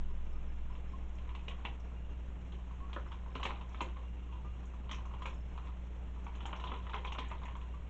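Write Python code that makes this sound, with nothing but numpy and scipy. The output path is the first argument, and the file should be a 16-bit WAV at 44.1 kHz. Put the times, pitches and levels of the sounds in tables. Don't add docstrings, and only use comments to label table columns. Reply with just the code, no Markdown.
import sys
import numpy as np
from scipy import signal
from scipy.io import wavfile
from scipy.ndimage import uniform_filter1d

SR = 44100
rng = np.random.default_rng(int(sys.argv[2]) if len(sys.argv) > 2 else 0)


def volts_from_decibels(level):
    exponent = np.asarray(level, float) / 20
    return 10 ** exponent


def dump(signal):
    limited = np.clip(np.atleast_2d(signal).T, -1, 1)
    pcm = np.round(limited * 32767).astype(np.int16)
    wavfile.write(sys.argv[1], SR, pcm)


N = 348213

HUM_OVERTONES = [(1, 1.64), (2, -.98), (3, -.81)]
HUM_LEVELS = [-43.5, -66, -61]
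# pitch in Hz, strength in dB per Hz.
RUMBLE_SPECTRUM = [(4, -5.5), (12, 5), (30, -2), (50, 1.5), (75, -6.5), (100, -6), (160, -9.5),
                   (220, -15.5), (300, -58.5)]
# pitch in Hz, peak in dB, time to fall 60 dB in seconds, phase in radians.
STAND_WOBBLE = (16.84, -32.5, 6.0, -.55)
# pitch in Hz, strength in dB per Hz.
FIZZ_SPECTRUM = [(140, -20), (230, 1.5), (400, -4.5), (750, -8.5), (1050, -9.5), (1700, -15.5),
                 (2800, -15.5), (3800, -22.5), (5000, -19), (6500, -16), (8000, -16), (9000, -32.5)]
# pitch in Hz, width in Hz, level in dB.
LID_RESONANCES = [(616, 260, -8), (830, 150, -7.5), (995, 130, 16.5), (1050, 140, 7.5), (1200, 330, -5.5),
                  (1300, 51, -23)]
# pitch in Hz, throb depth from 0 to 1, level
# in dB.
WHISTLE_KINDS = [
    (5350, 1, -66.5),
    (2800, 0, -70),
]
# start in seconds, length in seconds.
CRICKET_CHIRPS = [
    (.08, .08),
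    (.27, .12),
    (.47, .08),
    (.67, .08),
    (.87, .08),
    (3.07, .08),
    (3.275, .08),
    (5.31, .24),
]
# start in seconds, length in seconds.
LOW_WHISTLES = [
    (1.94, .22),
    (2.47, .08),
    (4.03, .37),
    (4.45, .1),
    (5.05, .18),
    (5.55, .15),
    (6.47, .06),
    (7.68, .08),
]
# start in seconds, peak in dB, pitch in Hz, length in seconds.
NOTES = [(0.098, -57.5, 944, 0.076), (0.327, -56.5, 1223, .07), (0.702, -45, 1010, 0.048),
         (0.932, -42.5, 1054, 0.053), (1.503, -44.5, 1092, 0.044), (2.805, -46.5, 1084, 0.14),
         (4.288, -51, 1080, 0.048), (4.32, -51, 980, .06), (4.351, -44.5, 974, 0.029),
         (4.398, -50, 896, 0.051), (4.443, -50, 1184, 0.11), (4.966, -51, 1052, 0.08),
         (6.75, -40, 991, 0.06), (7.468, -47, 1055, 0.069), (7.735, -47, 1140, 0.038)]
# start in seconds, peak in dB, pitch in Hz.
TICKS = [(0.4994, -55, 2070), (1.3907, -53.5, 2800), (2.5217, -48.5, 3200), (3.5425, -54, 2780),
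         (3.8074, -33, 2280), (4.364, -64.5, 2760), (4.9294, -39.5, 2440), (5.298, -51.5, 2680),
         (6.424, -53, 3080), (6.5535, -45.5, 2830), (6.612, -67, 3200), (6.6708, -41, 3070),
         (6.76, -54, 2880), (6.934, -41.5, 3240), (6.964, -46, 2230), (7.0677, -40.5, 3190),
         (7.2236, -45, 2270), (7.256, -45, 2400), (7.3027, -45, 2150), (7.4555, -45, 2130),
         (7.509, -53, 2830)]
# start in seconds, peak in dB, pitch in Hz.
KNOCKS = [(1.2915, -58, 1200), (2.962, -31, 1310), (3.0587, -41, 1260), (3.1186, -42.5, 1370),
          (3.26, -53, 1380), (3.3546, -31.5, 1210), (3.7438, -39, 1260), (5.1106, -44, 1230),
          (5.2577, -45, 1360), (6.4036, -46.5, 1410), (6.5316, -39, 1270), (6.596, -45, 1360),
          (6.9318, -33, 1340), (7.0694, -58, 1370)]
# start in seconds, peak in dB, pitch in Hz.
SPRITZES = [(1.0844, -68, 6640), (1.1523, -62, 6400), (1.483, -63, 5900), (1.7983, -61.5, 5560),
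            (2.933, -68, 5500), (3.3554, -60.5, 5710), (3.4366, -52.5, 6750), (3.691, -63, 5930),
            (3.729, -65.5, 5660), (3.8147, -48.5, 6740), (4.6548, -61.5, 6700), (4.9143, -45, 5970),
            (4.9464, -52, 5680), (5.0553, -63, 6300), (5.224, -61, 6910), (5.2596, -54, 7000),
            (5.2944, -59, 6050), (5.3406, -62, 6830), (6.2422, -60.5, 6340), (6.356, -61, 6670),
            (6.4597, -51.5, 6900), (6.562, -57, 5620), (6.604, -65, 6440), (6.648, -65.5, 5790),
            (6.945, -56, 5740), (7.0517, -58.5, 6100), (7.123, -55, 6200), (7.283, -59.5, 7190),
            (7.453, -59, 6700), (7.5646, -62, 7000)]
# start in seconds, strength in dB.
GURGLES = [(.698, -55), (0.909, -69), (0.936, -59), (1.105, -62.5), (1.916, -57.5), (2.19, -66),
           (2.36, -63), (2.71, -50.5), (2.802, -53), (2.844, -59), (2.896, -53), (3.261, -50.5),
           (3.674, -82.5), (3.714, -51), (4.034, -53), (4.292, -68), (4.36, -54), (4.447, -56.5),
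           (4.736, -52), (5.053, -47.5), (5.107, -54), (5.205, -57.5), (5.553, -55), (5.689, -51),
           (6.161, -54), (6.834, -51), (7.417, -46), (7.738, -53.5), (7.805, -57)]
# start in seconds, strength in dB, snap over gurgle in dB, snap pitch in Hz.
DRY_POPS = [(0.752, -54, -1, 2900), (1.291, -50, -3, 2370), (1.511, -57, 9, 3160), (1.65, -38.5, 3, 2580),
            (2.963, -41.5, -14.5, 1870), (3.419, -62, -13, 2240), (3.506, -37, -9, 2610),
            (3.745, -58.5, 8.7, 2820), (3.886, -59, 5, 2600), (3.967, -47.5, -11, 2100),
            (4.325, -54, -3.5, 2790), (5.137, -46.5, -8, 2170), (6.266, -43.5, -7.5, 2300),
            (6.405, -52.5, 4.5, 3110), (6.529, -37.5, -7, 2780), (6.696, -46, -12, 2370),
            (6.717, -37.5, -6.5, 2200), (6.74, -43, -7.5, 1950), (6.867, -43, -8, 2850),
            (6.942, -34.5, -6, 2300), (7.048, -38, -3, 2370), (7.148, -43, -3.5, 2330),
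            (7.315, -38.5, -11.5, 2150), (7.481, -43.5, -8.5, 2460)]
# start in seconds, strength in dB, snap over gurgle in dB, snap pitch in Hz.
WET_POPS = [(1.185, -67, 13, 2700), (1.35, -46, -1, 2920), (1.481, -51.5, 13, 2800), (2.93, -49, 5.5, 3260),
            (3.061, -61, -5, 2550), (3.118, -48, -0.5, 3080), (3.353, -45, 4, 2760), (3.397, -42, -9, 2270),
            (3.43, -38, 3, 3100), (3.453, -34.5, 2.5, 2580), (3.61, -53, 0.5, 2690),
            (3.785, -54, -12, 2600), (3.806, -30.5, -7.5, 2400), (4.893, -45, -3, 3220),
            (4.912, -45.5, 6.5, 3230), (4.984, -47.5, -6.5, 2780), (5.22, -42, -6, 2540),
            (5.256, -38, -1, 2450), (5.577, -43, -9, 2630), (5.671, -53.5, 0, 2760),
            (6.352, -57, 4.5, 2780), (6.455, -40.5, -1.5, 3000), (6.598, -45, -3.5, 3030),
            (6.639, -37, -6.5, 3100), (6.895, -44.5, -4.5, 2010), (7.121, -43.5, 3, 2500),
            (7.185, -36.5, -0.5, 2480), (7.433, -44.5, -6.5, 2160), (7.553, -43.5, -11.5, 2130),
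            (7.615, -51.5, -5.5, 1850)]
# start in seconds, peak in dB, pitch in Hz.
THUMPS = [(1.481, -41, 210), (1.647, -42, 640), (2.963, -36.5, 570), (3.116, -57.5, 315),
          (3.352, -36.5, 255), (3.452, -36.5, 533), (3.514, -42.5, 258), (3.814, -35.5, 204),
          (4.911, -42.5, 208), (5.253, -47.5, 540), (6.266, -50, 206), (6.53, -43, 620),
          (6.715, -40.5, 212), (6.942, -41.5, 422), (7.045, -49.5, 475), (7.183, -39.5, 250),
          (7.312, -50, 635)]
# pitch in Hz, time to fall 60 dB in seconds.
ROOM_DECAY = [(250, 0.5), (1000, 0.2), (3000, 0.22), (7000, 0.23)]
# pitch in Hz, gain in dB.
MICROPHONE = [(20, 1), (3300, -1), (4000, -6.5), (4500, -18.5), (5000, -21.5), (5500, -15), (7000, -14.5),
              (7900, -21), (8500, -26.5), (9500, -72.5)]

MAINS_HZ, RUMBLE_DB, FIZZ_DB = 59.98, -50.5, -58
THROB_HZ = 24
FROTH_PER_S = 700
CALM_DB, SWARM_DB, STIR_DB = -73.5, -11.5, -31.5
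GATHER_S, SCATTER_S, STIR_S = .002, .03, .12
WET_SPRAY_DB, DRY_SPRAY_DB = -22, -33
WET_TOP_HZ, DRY_TOP_HZ = 5030, 3530
GURGLE_SNAP_DB, GURGLE_SPRAY_DB, GURGLE_HZ = -12, -26.5, 2430
KICK = 8
PLOP_WIDTH_HZ, PLOP_DB = 26, 38


def evened(x):
    return x / np.sqrt(np.mean(x ** 2) + 1e-20)


def read(points, hz):
    f, value = np.transpose(points)
    return np.interp(np.log(hz + 1), np.log(f + 1), value)


def add(mix, s, sound):
    part = mix[round(s * SR):][:len(sound)]
    part += sound[:len(part)]


def resonate(x, hz, width):
    return signal.lfilter(*signal.iirpeak(min(hz, 9000), hz / width, SR), x)


def band(x, lo_hz, hi_hz, order):
    return signal.sosfilt(signal.butter(order, [lo_hz, hi_hz], "band", fs=SR, output="sos"), x)


def noise(spectrum, size, patchy_db, flicker_db):
    frames, hz = 4 * N // size + 5, np.fft.rfftfreq(size, 1 / SR)
    a, b, patches = rng.standard_normal((frames, len(hz), 3)).T
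    patches = uniform_filter1d(patches, size=9, axis=0)
    patches = evened(uniform_filter1d(patches, size=12, axis=1))
    flicker = evened(uniform_filter1d(rng.standard_normal(frames), size=5))
    level_db = read(spectrum, hz)[:, None] + patchy_db * patches + flicker_db * flicker
    z = (a + 1j * b) * volts_from_decibels(level_db)
    return evened(signal.istft(z, nperseg=size, noverlap=3 * size // 4)[1][:N])


def pump():
    turn = 2 * np.pi * MAINS_HZ * np.arange(N) / SR
    hum = np.zeros(N)
    for (multiple, phase), db in zip(HUM_OVERTONES, HUM_LEVELS):
        hum += np.sqrt(2) * volts_from_decibels(db) * np.cos(multiple * turn + phase)
    return hum + volts_from_decibels(RUMBLE_DB) * noise(RUMBLE_SPECTRUM, size=8192, patchy_db=.3, flicker_db=.2)


def stand():
    hz, db, t60, phase = STAND_WOBBLE
    t = np.arange(N) / SR
    return volts_from_decibels(db - 60 * t / t60) * np.cos(2 * np.pi * hz * t + phase)


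def fizz():
    return volts_from_decibels(FIZZ_DB) * noise(FIZZ_SPECTRUM, size=512, patchy_db=1.0, flicker_db=1.07)


def thickness():
    s, db, snap_db, _ = np.transpose(WET_POPS + DRY_POPS)
    t = np.arange(0, N, 64) / SR
    lag = t[:, None] - s
    swarm = np.exp(-abs(lag) / np.where(lag < 0, GATHER_S, SCATTER_S))
    stir = np.exp(-(lag / STIR_S) ** 2)
    pop_strength = volts_from_decibels(db + 0.36 * snap_db)
    level = volts_from_decibels(CALM_DB) + (volts_from_decibels(SWARM_DB) * swarm + volts_from_decibels(STIR_DB) * stir) @ pop_strength
    return np.interp(np.arange(N) / SR, t, level)


def froth():
    size = volts_from_decibels(3.3 * np.minimum(rng.exponential(1, N), 2.5))
    size *= rng.random(N) < FROTH_PER_S / SR
    kind, t, out = rng.integers(0, 24, N), np.arange(1500) / SR, np.zeros(N)
    for k, hz in enumerate(np.geomspace(300, 7500, num=24)):
        grain = np.sin(2 * np.pi * hz * t) * np.exp(-t * hz / 4.0) * (1 - np.exp(-t * hz / 0.66))
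        colour_db = read([(300, -7.0), (1000, -6.5), (1600, -8.5), (2800, -2.5), (7500, -8)], hz)
        out += signal.oaconvolve(size * (kind == k), volts_from_decibels(colour_db) * evened(grain))[:N]
    out += volts_from_decibels(-3.5) * sum(volts_from_decibels(g) * resonate(out, f, w) for f, w, g in LID_RESONANCES)
    return thickness() * evened(out)


def whistles():
    out = np.zeros(N)
    for rows, (hz, depth, db) in zip((CRICKET_CHIRPS, LOW_WHISTLES), WHISTLE_KINDS):
        for s, length in rows:
            air = resonate(resonate(rng.standard_normal(SR), hz, 50), hz, 50)
            air = air[-round(length * SR):]
            t = np.arange(len(air)) / SR
            air = .7 * evened(air) + np.sin(2 * np.pi * hz * t)
            throb = np.clip(.7 - depth * np.cos(2 * np.pi * THROB_HZ * t), .1, 1)
            add(out, s, volts_from_decibels(db) * evened(air) * throb * signal.windows.tukey(len(air), .1))
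    return out


def ring(db, hz, length, rise, attack):
    t = np.arange(round(4 * length * SR)) / SR
    shape = (1 - np.exp(-t / attack)) * np.exp(-t / length)
    return volts_from_decibels(db) * shape / shape.max() * np.sin(2 * np.pi * hz * (t + rise * t ** 2))


def tick(db, hz, width, t60):
    t = np.arange(3000) / SR
    puff = rng.standard_normal(len(t)) * volts_from_decibels(-60 * t / t60)
    puff = resonate(resonate(puff, hz, width), hz, width)
    return volts_from_decibels(db) * puff / abs(puff).max()


def pop(db, snap_db, spray_db, snap_hz, top_hz):
    t = np.arange(8000) / SR
    start = t == 0
    burst = np.minimum(t / .0004, 1) * (1 + .8 * np.exp(-t / .003))
    uneven = evened(uniform_filter1d(rng.standard_normal(len(t)), size=150)) * np.minimum(t / 0.02, 1)
    tear = rng.standard_normal((3, len(t))) * volts_from_decibels(3.6 * uneven)

    lid = tear[0] * np.minimum(t / 0.006, 1) * volts_from_decibels(-60 * t / 0.058)
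    jolted = lid + KICK * start
    lid = volts_from_decibels(-4.5) * lid
    for hz, width, gain_db in LID_RESONANCES:
        lid = lid + volts_from_decibels(gain_db + 0.64 * rng.standard_normal()) * resonate(jolted, hz, width)
    plop_hz = rng.uniform(943, 1122)
    lid = lid + volts_from_decibels(PLOP_DB) * resonate(1. * start, plop_hz, PLOP_WIDTH_HZ)

    shreds = tear[1] * burst * volts_from_decibels(-60 * t / 0.084)
    daughters = sum(resonate(shreds, f, 120) for f in rng.uniform(2000, 3500, size=4))
    snap = resonate(shreds, snap_hz, 330) + volts_from_decibels(-4) * daughters + volts_from_decibels(-1.5) * shreds
    spray = tear[2] * np.minimum(t / 0.0097, 1) * volts_from_decibels(-60 * t / 0.082)

    lid = band(lid, 700, 1450, order=3)
    snap = band(snap, 1750, top_hz, order=3)
    spray = band(spray, 5000, 9500, order=3)
    out = np.zeros(len(t))
    for part, level_db in (lid, -6), (snap, snap_db - 5.5), (spray, spray_db + 5.5):
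        out += volts_from_decibels(db + level_db) * part / np.sqrt(np.mean(part[:500] ** 2))
    return out


def thump(db, hz):
    t = np.arange(6000) / SR
    puff = band(rng.standard_normal(len(t)) * volts_from_decibels(-60 * t / 0.053), 93, 600, order=2)
    note = ring(db - 11, hz, 0.0081, rise=0.96, attack=0.018)
    puff *= volts_from_decibels(db - 12.5) / np.sqrt(np.mean(puff[:800] ** 2))
    add(puff, 0, note)
    return puff


def bubbles():
    out = froth()
    wet = WET_POPS, WET_SPRAY_DB, WET_TOP_HZ
    dry_kind = DRY_POPS, DRY_SPRAY_DB, DRY_TOP_HZ
    for rows, spray_db, top_hz in (wet, dry_kind):
        for s, db, snap_db, hz in rows:
            add(out, s, pop(db, snap_db, snap_db + spray_db, hz, top_hz))
    for s, db in GURGLES:
        add(out, s, pop(db, GURGLE_SNAP_DB, GURGLE_SPRAY_DB, GURGLE_HZ, WET_TOP_HZ))
    for s, db, hz in THUMPS:
        add(out, s, thump(db, hz))
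    for s, db, hz in TICKS:
        add(out, s, tick(db - 0.5, hz, width=1300, t60=0.12))
    for s, db, hz in KNOCKS:
        add(out, s, tick(db - 5.5, hz, width=430, t60=0.066))
    for s, db, hz in SPRITZES:
        add(out, s, tick(db + 13.5, hz, width=1700, t60=0.082))
    for s, db, hz, length in NOTES:
        add(out, s, ring(db - 7, hz, length * 0.26, rise=.3, attack=0.014))
    return out


def room(x):
    count = SR // 2
    taps = np.zeros((3, count))
    slots = np.arange(200, count - 20, 20)
    at = slots + rng.integers(0, 20, (3, len(slots)))
    np.put_along_axis(taps, at, rng.choice([-1., 1.], at.shape), 1)
    hz, t, z = signal.stft(taps, SR, nperseg=256)
    fade = volts_from_decibels(-60 * t / read(ROOM_DECAY, hz)[:, None])
    tails = signal.istft(z * fade, SR, nperseg=256)[1]
    turn = 2 * np.pi * (7 * np.arange(N) / SR + np.arange(3)[:, None] / 3)
    feeds = x * np.cos(turn) * np.sqrt(2 / 3)
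    return signal.fftconvolve(feeds, tails / np.linalg.norm(tails[0]), axes=1)[:, :N].sum(0)


def scene():
    water = bubbles()
    echo = volts_from_decibels(-5.5) * room(water)
    return (water + echo + fizz() + whistles() + pump() + stand())[None]


def band_limit(x):
    return signal.sosfilt(signal.butter(12, 8500, fs=SR, output="sos"), x)


def record(dry):
    log_gain = read(MICROPHONE, abs(np.fft.fftfreq(4096, 1 / SR))) * np.log(10) / 20
    taps = np.fft.ifft(np.exp(np.conj(signal.hilbert(log_gain)))).real[:2048]
    running = np.pad(dry, ((0, 0), (len(taps) - 1, 0)), "edge")
    mix = signal.oaconvolve(running, taps[None], "valid", axes=1)
    return band_limit(mix)


dry = scene()
out = record(dry)
dump(out)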